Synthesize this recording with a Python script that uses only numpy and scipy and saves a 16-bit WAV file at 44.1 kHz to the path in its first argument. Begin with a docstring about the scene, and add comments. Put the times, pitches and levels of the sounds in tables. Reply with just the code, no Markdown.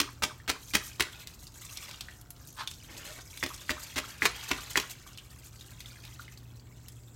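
"""Hose water running onto tiles in a walled corner of a yard, close to a single microphone.
The stream splashes in a puddle and spatters on bare tile; stray drops tick and their bubbles plink.
A rubber sandal stamps in two quick runs, popping trapped air and throwing up spray, and scuffs and
sloshes in between. The walls return short echoes. Farther off a motor hums, insects shrill and
a faint tone sounds once."""
import sys
import numpy as np
from scipy import signal
from scipy.fft import rfft, irfft
from scipy.io import wavfile

SR = 44100
rng = np.random.default_rng(int(sys.argv[2]) if len(sys.argv) > 2 else 0)


def file_out(sig):
    """Save sig as 16-bit WAV at sys.argv[1]."""
    # one column per channel
    cols = np.atleast_2d(sig).T
    # limit, then scale
    lim = np.clip(cols, -1, 1)
    pcm = np.round(lim * 32767).astype(np.int16)
    wavfile.write(sys.argv[1], SR, pcm)


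N = 315315
TIME = np.arange(N) / SR

# The stream in the puddle and on bare tile, close by: time_s, level_db
PUDDLE_FLOW = [(0.0, -63), (0.38, -68), (1.19, -55.5), (1.31, -61.5), (1.53, -65), (1.89, -48), (2.13, -69),
               (2.57, -69.5), (3.07, -51.5), (3.19, -61), (3.4, -58.5), (3.56, -53.5), (3.94, -53.5),
               (4.38, -47.5), (4.72, -49), (5.02, -58), (5.4, -63.5), (6.09, -57), (6.43, -66.5),
               (7.15, -71)]
TILE_FLOW = [(0.0, -85), (0.14, -66.5), (0.3, -71), (0.52, -80), (0.65, -58), (0.96, -63), (1.35, -67),
             (1.55, -65), (1.77, -53.5), (1.89, -58.5), (2.15, -72), (2.33, -74), (2.53, -62.5),
             (3.66, -58), (4.02, -60.5), (4.82, -57), (5.0, -65), (5.99, -65), (6.19, -64.5), (6.57, -80),
             (6.99, -69.5), (7.15, -76)]
# Tone of the splash, spatter, squirts, wash and open air: frequency_hz, relative_db
SPLASH_SPECTRUM = [(300, -5), (700, -6.5), (1400, -0.5), (2200, -0.5), (3600, 0), (5000, -5), (8000, -26)]
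SPATTER_SPECTRUM = [(2500, -13), (4500, -3.5), (6500, 6), (9000, 0), (10500, -4), (13000, 1.5),
                    (16000, -4.5)]
SQUIRT_SPECTRUM = [(100, -1.5), (300, -4.5), (750, -8), (1050, -3.5), (1500, -4.5), (2150, -2),
                   (2800, -3.5), (4500, -6.5), (6800, -10.5), (10000, -18.5), (16000, -20)]
WASH_SPECTRUM = [(150, -5), (280, 7), (800, 1), (2000, 7.5), (3500, -2), (6000, -6.5), (14000, -20)]
AIR_SPECTRUM = [(20, -20), (33, -24), (48, 0), (70, -0.5), (95, -4.5), (135, -5), (200, -15.5),
                (300, -15.5), (450, -22.5), (1500, -32.5), (5500, -48), (7600, -99), (10000, -47),
                (15500, -37)]
# Motor and insects in the distance: time_s, level_db
MOTOR_LEVELS = [(0, -57), (2.0, -62.5), (4.0, -58.5), (5.6, -57), (6.2, -54), (7.15, -53)]
INSECT_LEVELS = [(0, -74), (5.8, -74), (6.3, -77), (7.15, -65)]
# The sole lands, traps air, then squeezes water out: start_s, pop_db, pop_hz, squirt_delay_s,
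# squirt_db, squirt_hold_s, squirt_treble_db, repeat_after_s
FOOTFALLS = [(0.001, -23, 1580, 0, -22, 0.0028, 8, 0.013),
             (0.222, -23.5, 1310, .012, -22, 0.0062, 5, 0.015),
             (0.478, -26, 1580, .016, -21.5, 0.0077, 1.5, 0.02),
             (0.736, -41, 1960, 0.015, -19.5, 0.0035, 6.5, 0.017),
             (0.997, -24, 1200, .009, -21.5, 0.0023, 7, .017),
             (3.428, -16, 1930, 0.0091, -22, 0.0023, 0, 0.025),
             (3.694, -13.5, 1840, 0.011, -27, 0.0029, 4, 0.0099),
             (3.959, -30, 1680, .021, -26.5, 0.0086, 0.5, 0.02),
             (4.221, -9.5, 1970, 0.033, -17, 0.0071, 0, 0.013),
             (4.506, -33, 1770, 0.0066, -19.5, 0.0058, -6.5, .02),
             (4.757, -9.5, 1940, 0.015, -17, 0.0047, 1, 0.027)]
# Resonances of the sole when stamped and when dragged: pitch_hz, width_hz, level_db
THUMP_MODES = [(276, 85, -0.5), (340, 49, -5.5), (417, 35, -3.5), (613, 19.6, -5.5)]
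DRAG_MODES = [(1020, 500, -1), (1286, 570, 0), (3200, 2600, -7.5)]
# The largest bubbles in the puddle: start_s, level_db, pitch_hz
LARGE_BUBBLES = [(0.4005, -41.5, 1780), (1.469, -34.5, 4700), (2.0852, -32, 1820), (2.6749, -24.5, 3480),
                 (5.0644, -43, 1126), (5.1843, -31, 3000), (5.61, -35, 3760), (5.8586, -32, 3520),
                 (6.195, -32.5, 1370), (6.2804, -36, 2045), (6.3748, -38.5, 4420), (6.5968, -43, 4550)]
# The heaviest drops on tile: start_s, crack_db, snap_db
HEAVY_DROPS = [(0.8674, -61.5, -38), (1.2725, -29, -42), (1.7719, -32, -57), (1.9116, -33.5, -52),
               (2.0084, -25.5, -49), (2.2129, -64, -44.5), (2.305, -49, -36), (2.4733, -74, -43),
               (2.6744, -24, -57), (2.7129, -33, -42), (3.374, -32.5, -45), (4.8973, -39, -41.5),
               (5.1747, -36.5, -49), (5.469, -46, -58), (5.8044, -35.5, -57), (6.0506, -41, -50),
               (6.8838, -36.5, -40)]
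# A faint tone, far off: time_s, level_db, pitch_hz
FAR_TONE = [(1.95, -79, 730), (2.08, -67.5, 728), (2.3, -67, 720), (2.48, -71, 696), (2.56, -86, 690)]
# The sole drags over wet tile: time_s, level_db
DRAG_LEVELS = [(2.55, -69), (2.575, -47.5), (2.595, -34), (2.615, -37.5), (2.635, -44.5), (2.68, -77)]
# The foot pushes water aside: time_s, wash_db, gurgle_db, gurgle_hz
FOOT_SWEEP = [(2.84, -97, -111, 450), (2.89, -52, -75, 468), (2.98, -53.5, -45, 526), (3.01, -53, -57, 585),
              (3.04, -53.5, -66, 564), (3.12, -55, -41.5, 617), (3.15, -59, -83, 710),
              (3.19, -46, -81, 663), (3.26, -85, -82, 723)]
# Reflections reaching the microphone off floor and near walls: delay_s, level_db
NEAR_ECHOES = [(.0043, -57), (.0093, -21.5), (0.0151, -17.5)]


def from_db(db):
    """Decibels to gain."""
    return 10 ** (np.asarray(db) / 20)


def unit_rms(x):
    """Scale to unit power."""
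    return x / np.sqrt(np.mean(x ** 2) + 1e-20)


def curves(rows):
    """Each column after time_s, interpolated to every sample."""
    times, *columns = np.transpose(rows)
    return [np.interp(TIME, times, column) for column in columns]


def add(out, start_s, sound):
    """Mix a sound in at start_s."""
    start = max(0, round(start_s * SR))
    out[start:start + len(sound)] += sound[:N - start]


def decay(t, t60):
    """Amplitude that falls 60 dB in t60 seconds."""
    return np.exp(-np.log(1000) * t / t60)


def swell(t, peak_s):
    """A smooth rise to 1 at peak_s, then a fade."""
    return (t / peak_s * np.exp(1 - t / peak_s)) ** 2


def drift(per_s):
    """Random wander through per_s points a second; rms 1."""
    knots = rng.standard_normal(int(N / SR * per_s) + 2)
    return unit_rms(np.interp(TIME * per_s, np.arange(len(knots)), knots))


def filtered(x, order, hz, kind):
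    """Butterworth filter."""
    return signal.sosfilt(signal.butter(order, hz, kind, fs=SR, output="sos"), x)


def coloured(x, spectrum, size=8192):
    """Minimum-phase filter with the given spectrum; white noise keeps its power."""
    hz, db = np.transpose(spectrum)
    bins_hz = np.fft.rfftfreq(size, 1 / SR)
    gain = unit_rms(from_db(np.interp(np.log(bins_hz + 1), np.log(hz), db)))
    cepstrum = irfft(np.log(gain))
    causal_fold = np.r_[1, np.full(size // 2 - 1, 2), np.zeros(size // 2)]
    response = irfft(np.exp(rfft(cepstrum * causal_fold)))
    return signal.fftconvolve(x, response)[:len(x)]


def resonance(x, hz, width_hz):
    """Two-pole resonance with gain 1 at its peak."""
    radius = np.exp(-np.pi * width_hz / SR)
    poles = [1, -2 * radius * np.cos(2 * np.pi * hz / SR), radius ** 2]
    return signal.lfilter(np.array([1, 0, -1]) * (1 - radius ** 2) / 2, poles, x + 1e-18)


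def droplets(per_s, low_hz, high_hz, q, spread_db, pitches=24):
    """Random impacts of uneven size, each ringing briefly at one of a set of pitches; rms 1."""
    sizes = from_db(spread_db * np.minimum(rng.exponential(1, N), 4)) * rng.choice([-1, 1], N)
    impacts = sizes * (rng.random(N) < per_s / SR)
    pitch_index = rng.integers(0, pitches, N)
    return unit_rms(sum(resonance(impacts * (pitch_index == k), hz, hz / q)
                        for k, hz in enumerate(np.geomspace(low_hz, high_hz, pitches))))


def bubble(hz, cycles, rise):
    """A bubble rings down, rising in pitch as it nears the surface."""
    life_s = cycles / hz
    t = TIME[:int(life_s * SR) + 1]
    phase = 2 * np.pi * hz * t * (1 + rise * (t / life_s - .2))
    return np.sin(phase) * decay(t, life_s) * (1 - decay(t, 5 / hz))


def crack(hz, t60, q):
    """A drop bursts on tile; peak 1."""
    t = TIME[:SR // 20]
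    burst = resonance(rng.standard_normal(len(t)) * decay(t, t60), hz, hz / q)
    return burst / np.abs(burst).max()


def scattered(sound_at, per_s, centre_hz, octaves, count, spread_db=2.5):
    """Separate drops or bubbles of random size at random moments; rms 1."""
    out = np.zeros(N)
    starts = np.cumsum(rng.exponential(1 / per_s, count))
    for start_s, (size, strength) in zip(starts, np.clip(rng.standard_normal((count, 2)), -2, 2)):
        sound = from_db(spread_db * strength) * sound_at(centre_hz * 2 ** (-octaves * size))
        if start_s < TIME[-1]:
            add(out, start_s, sound)
    return unit_rms(out)


def hose_water(usual_flow_db=-56):
    """The stream hits puddle and tile in uneven spurts, leaving small bubbles and stray drips."""
    puddle_db, tile_db = curves(PUDDLE_FLOW)[0], curves(TILE_FLOW)[0]
    spurts = drift(55)
    # A strong splash has more drops; a dribble falls in separate ones.
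    density = from_db(np.clip(puddle_db - usual_flow_db, -10, 10))
    splash = droplets(per_s=1500 * density, low_hz=450, high_hz=6540, q=18.3, spread_db=3.5)
    splash = coloured(splash, SPLASH_SPECTRUM) * from_db(2.5 * spurts) / np.sqrt(density)
    spatter = droplets(per_s=3200 * density, low_hz=3440, high_hz=14830, q=13, spread_db=1)
    spatter = coloured(spatter, SPATTER_SPECTRUM) * from_db(4.64 * spurts) / np.sqrt(density)
    tinkle = scattered(lambda hz: bubble(hz, cycles=45, rise=0.04),
                       per_s=70, centre_hz=4820, octaves=0.524, count=1200)
    drips = scattered(lambda hz: crack(hz, t60=0.029, q=2.4),
                      per_s=16, centre_hz=4970, octaves=0.46, count=200)
    on_tile = from_db(6.5) * unit_rms(spatter) + from_db(-2) * tinkle + from_db(-1.5) * drips
    return from_db(puddle_db) * unit_rms(splash) + from_db(tile_db) * on_tile


def octave_tone(hz, octave_db):
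    """A tone with its octave; rms 1."""
    phase = 2 * np.pi * np.cumsum(hz) / SR
    return unit_rms(np.sin(phase) + from_db(octave_db) * np.sin(2 * phase))


def motor(pitch_hz=118.1):
    """A distant motor hums, wavering a little in pitch and level."""
    level_db = curves(MOTOR_LEVELS)[0] + 0.82 * drift(2.8)
    return from_db(level_db) * octave_tone(pitch_hz * (1 + 0.0119 * drift(9)), octave_db=-19)


def insects(band_hz=(7000, 8050)):
    """Insects shrill in a thin band in the background."""
    shrill = filtered(rng.standard_normal(N), 2, band_hz, "band")
    return from_db(curves(INSECT_LEVELS)[0]) * unit_rms(shrill)


def open_air(level_db=-53.5):
    """Steady outdoor rumble and hiss."""
    return from_db(level_db) * coloured(rng.standard_normal(N), AIR_SPECTRUM)


def sole_ring(force, modes):
    """A force rings the resonances of the rubber sole."""
    return sum(from_db(db) * resonance(resonance(force, hz, width), hz, width) for hz, width, db in modes)


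def stamps(pop_t60=0.0084, contact_t60=0.11, thump_db=-42, thud_db=-41, thud_hz=68):
    """Trapped air pops as the sole lands, the rubber thumps, and the leg's weight follows in a thud."""
    out, t = np.zeros(N), TIME[:SR // 3]
    thud = from_db(thud_db) * np.sin(2 * np.pi * thud_hz * t) * swell(t, peak_s=0.014)
    for start_s, pop_db, pop_hz, *_ in FOOTFALLS:
        upper = np.sin(2 * np.pi * pop_hz * t) * (1 - decay(t, 0.0028))
        lower = 0.21 * np.sin(2 * np.pi * 0.85 * pop_hz * t)
        pop = from_db(pop_db + 3.5) * (upper + lower) * decay(t, pop_t60)
        contact = rng.standard_normal(len(t)) * decay(t, contact_t60)   # the sole flattens unevenly
        thump = sole_ring(contact, THUMP_MODES)
        onset_rms = np.sqrt(np.mean(thump[:SR // 30] ** 2))
        add(out, start_s, pop + from_db(thump_db) * thump / onset_rms + thud)
    return out


def squirts(seep_db=-32.5, release_t60=0.018, crackle_db=7.5, low_cut_hz=210, treble_hz=2800):
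    """Water seeps at the sole's rim, then squirts out, and a weaker burst sounds just after."""
    body, bright, t = np.zeros(N), np.zeros(N), TIME[:SR // 12]
    for land_s, _, _, delay_s, squirt_db, squirt_hold_s, treble_db, repeat_after_s in FOOTFALLS:
        seep = (land_s, seep_db, delay_s)
        squirt = (land_s + delay_s, squirt_db, squirt_hold_s)
        repeat = (land_s + delay_s + repeat_after_s, squirt_db - 7.5, 0.0013)
        for start_s, level_db, hold_s in (seep, squirt, repeat):
            signs = rng.choice([-1, 1], len(t))
            crackle = unit_rms(signs * from_db(crackle_db * rng.standard_normal(len(t))))
            burst = crackle * from_db(level_db - 2) * decay(np.maximum(t - hold_s, 0), release_t60)
            add(body, start_s, burst)
            add(bright, start_s, burst * (from_db(treble_db) - 1))   # each stamp's own brightness
    water = filtered(body, 2, low_cut_hz, "high") + filtered(bright, 1, treble_hz, "high")
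    return coloured(water, SQUIRT_SPECTRUM)


def spray(flight_s=0.026, level_db=-52):
    """Water thrown up by a stamp rains back into the puddle a moment later."""
    shower = np.zeros(N)
    for start_s, *_ in FOOTFALLS:
        add(shower, start_s, swell(TIME[:SR // 2], flight_s))
    drops = droplets(per_s=570, low_hz=720, high_hz=3560, q=11, spread_db=5.5)
    return from_db(level_db) * shower * drops


def cavities(delay_s=0.075, spacing_s=0.0064, centre_hz=1325, octaves=0.16, level_db=-35.5):
    """The hollow each stamp leaves in the puddle closes in a quick cluster of three bubbles."""
    out = np.zeros(N)
    for land_s, *_ in FOOTFALLS:
        for k, (late, size) in enumerate(np.clip(rng.standard_normal((3, 2)), -2, 2)):
            ring = bubble(centre_hz * 2 ** (-octaves * size), cycles=24, rise=0.24)
            add(out, land_s + delay_s + spacing_s * (k + late / 2), from_db(level_db) * ring)
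    return out


def plinks(splat_t60=0.052):
    """A large drop splats in the puddle and leaves a ringing bubble."""
    out, t = np.zeros(N), TIME[:SR // 8]
    for start_s, level_db, hz in LARGE_BUBBLES:
        splat = resonance(rng.standard_normal(len(t)), hz, 1.1 * hz) * decay(t, splat_t60)
        add(out, start_s, from_db(level_db - 9) * splat)
        add(out, start_s, from_db(level_db + 1.5) * bubble(hz, cycles=36, rise=0.15))
    return out


def ticks():
    """Heavy drops burst on the near tiles: a short crack with a bright snap on top."""
    out = np.zeros(N)
    for start_s, crack_db, snap_db in HEAVY_DROPS:
        body = from_db(crack_db + 1.5) * crack(hz=3600, t60=0.024, q=1.16)
        snap = from_db(snap_db + 5.5) * crack(hz=11000, t60=0.026, q=1.16)
        add(out, start_s, body + snap)
    return out


def far_tone():
    """One faint, quavering tone from far off, sinking slightly in pitch."""
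    level_db, pitch_hz = curves(FAR_TONE)
    return from_db(level_db - 3) * octave_tone(pitch_hz * (1 + 0.0096 * drift(73)), octave_db=-5)


def scuff():
    """Rubber slips in quick uneven jerks that ring the hollow of the sole."""
    slips = rng.standard_normal(N) * from_db(4.4 * drift(400))
    return from_db(curves(DRAG_LEVELS)[0]) * unit_rms(sole_ring(slips, DRAG_MODES))


def slosh():
    """A sheet of water washes sideways while shrinking air pockets gurgle upward."""
    wash_db, gurgle_db, gurgle_hz = curves(FOOT_SWEEP)
    drops = droplets(per_s=6500, low_hz=232, high_hz=12200, q=15, spread_db=3.5)
    wash = unit_rms(coloured(drops, WASH_SPECTRUM))
    phase = 2 * np.pi * np.cumsum(gurgle_hz * (1 + 0.071 * drift(180))) / SR
    gurgle = unit_rms(np.sin(phase) * from_db(2.6 * drift(90)))
    return from_db(wash_db) * wash + from_db(gurgle_db - 5.5) * gurgle


def yard(direct, corner_db=-7, corner_t60=0.062, far_db=-9.5, far_t60=0.31, wall_cut_hz=11000, count=7):
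    """Direct sound, hard echoes and quick scatter in the corner, then a tail from the farther walls."""
    t, out = TIME[:SR // 2], direct
    # The echo pattern switches every quarter second so that no pitch rings steadily.
    pattern = (TIME * 4 + 0.5).astype(int) % count
    for k in range(count):
        response = np.zeros(len(t))
        for level_db, t60 in [(corner_db, corner_t60), (far_db, far_t60)]:
            tail = rng.standard_normal(len(t)) * decay(t, t60) * (1 - decay(t, 0.0029))
            response += from_db(level_db) * tail / np.linalg.norm(tail)
        for delay_s, level_db in NEAR_ECHOES:
            response[round(delay_s * rng.normal(1, .03) * SR)] += from_db(level_db)
        response = filtered(response, 1, wall_cut_hz, "low")
        out = out + signal.oaconvolve(direct * (pattern == k), response)[:N]
    return out


def scene():
    """Water and sandal echo in the corner by the microphone; the background lies beyond."""
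    near = hose_water() + stamps() + squirts() + spray()
    near += ticks() + plinks() + cavities() + scuff() + slosh()
    return (yard(near) + motor() + far_tone() + insects() + open_air())[None]


def record(dry, cutoff_hz=16000):
    """One microphone channel, its top cut steeply."""
    return signal.sosfilt(signal.ellip(10, .1, 80, cutoff_hz, fs=SR, output="sos"), dry)


dry = scene()
out = record(dry)
file_out(out)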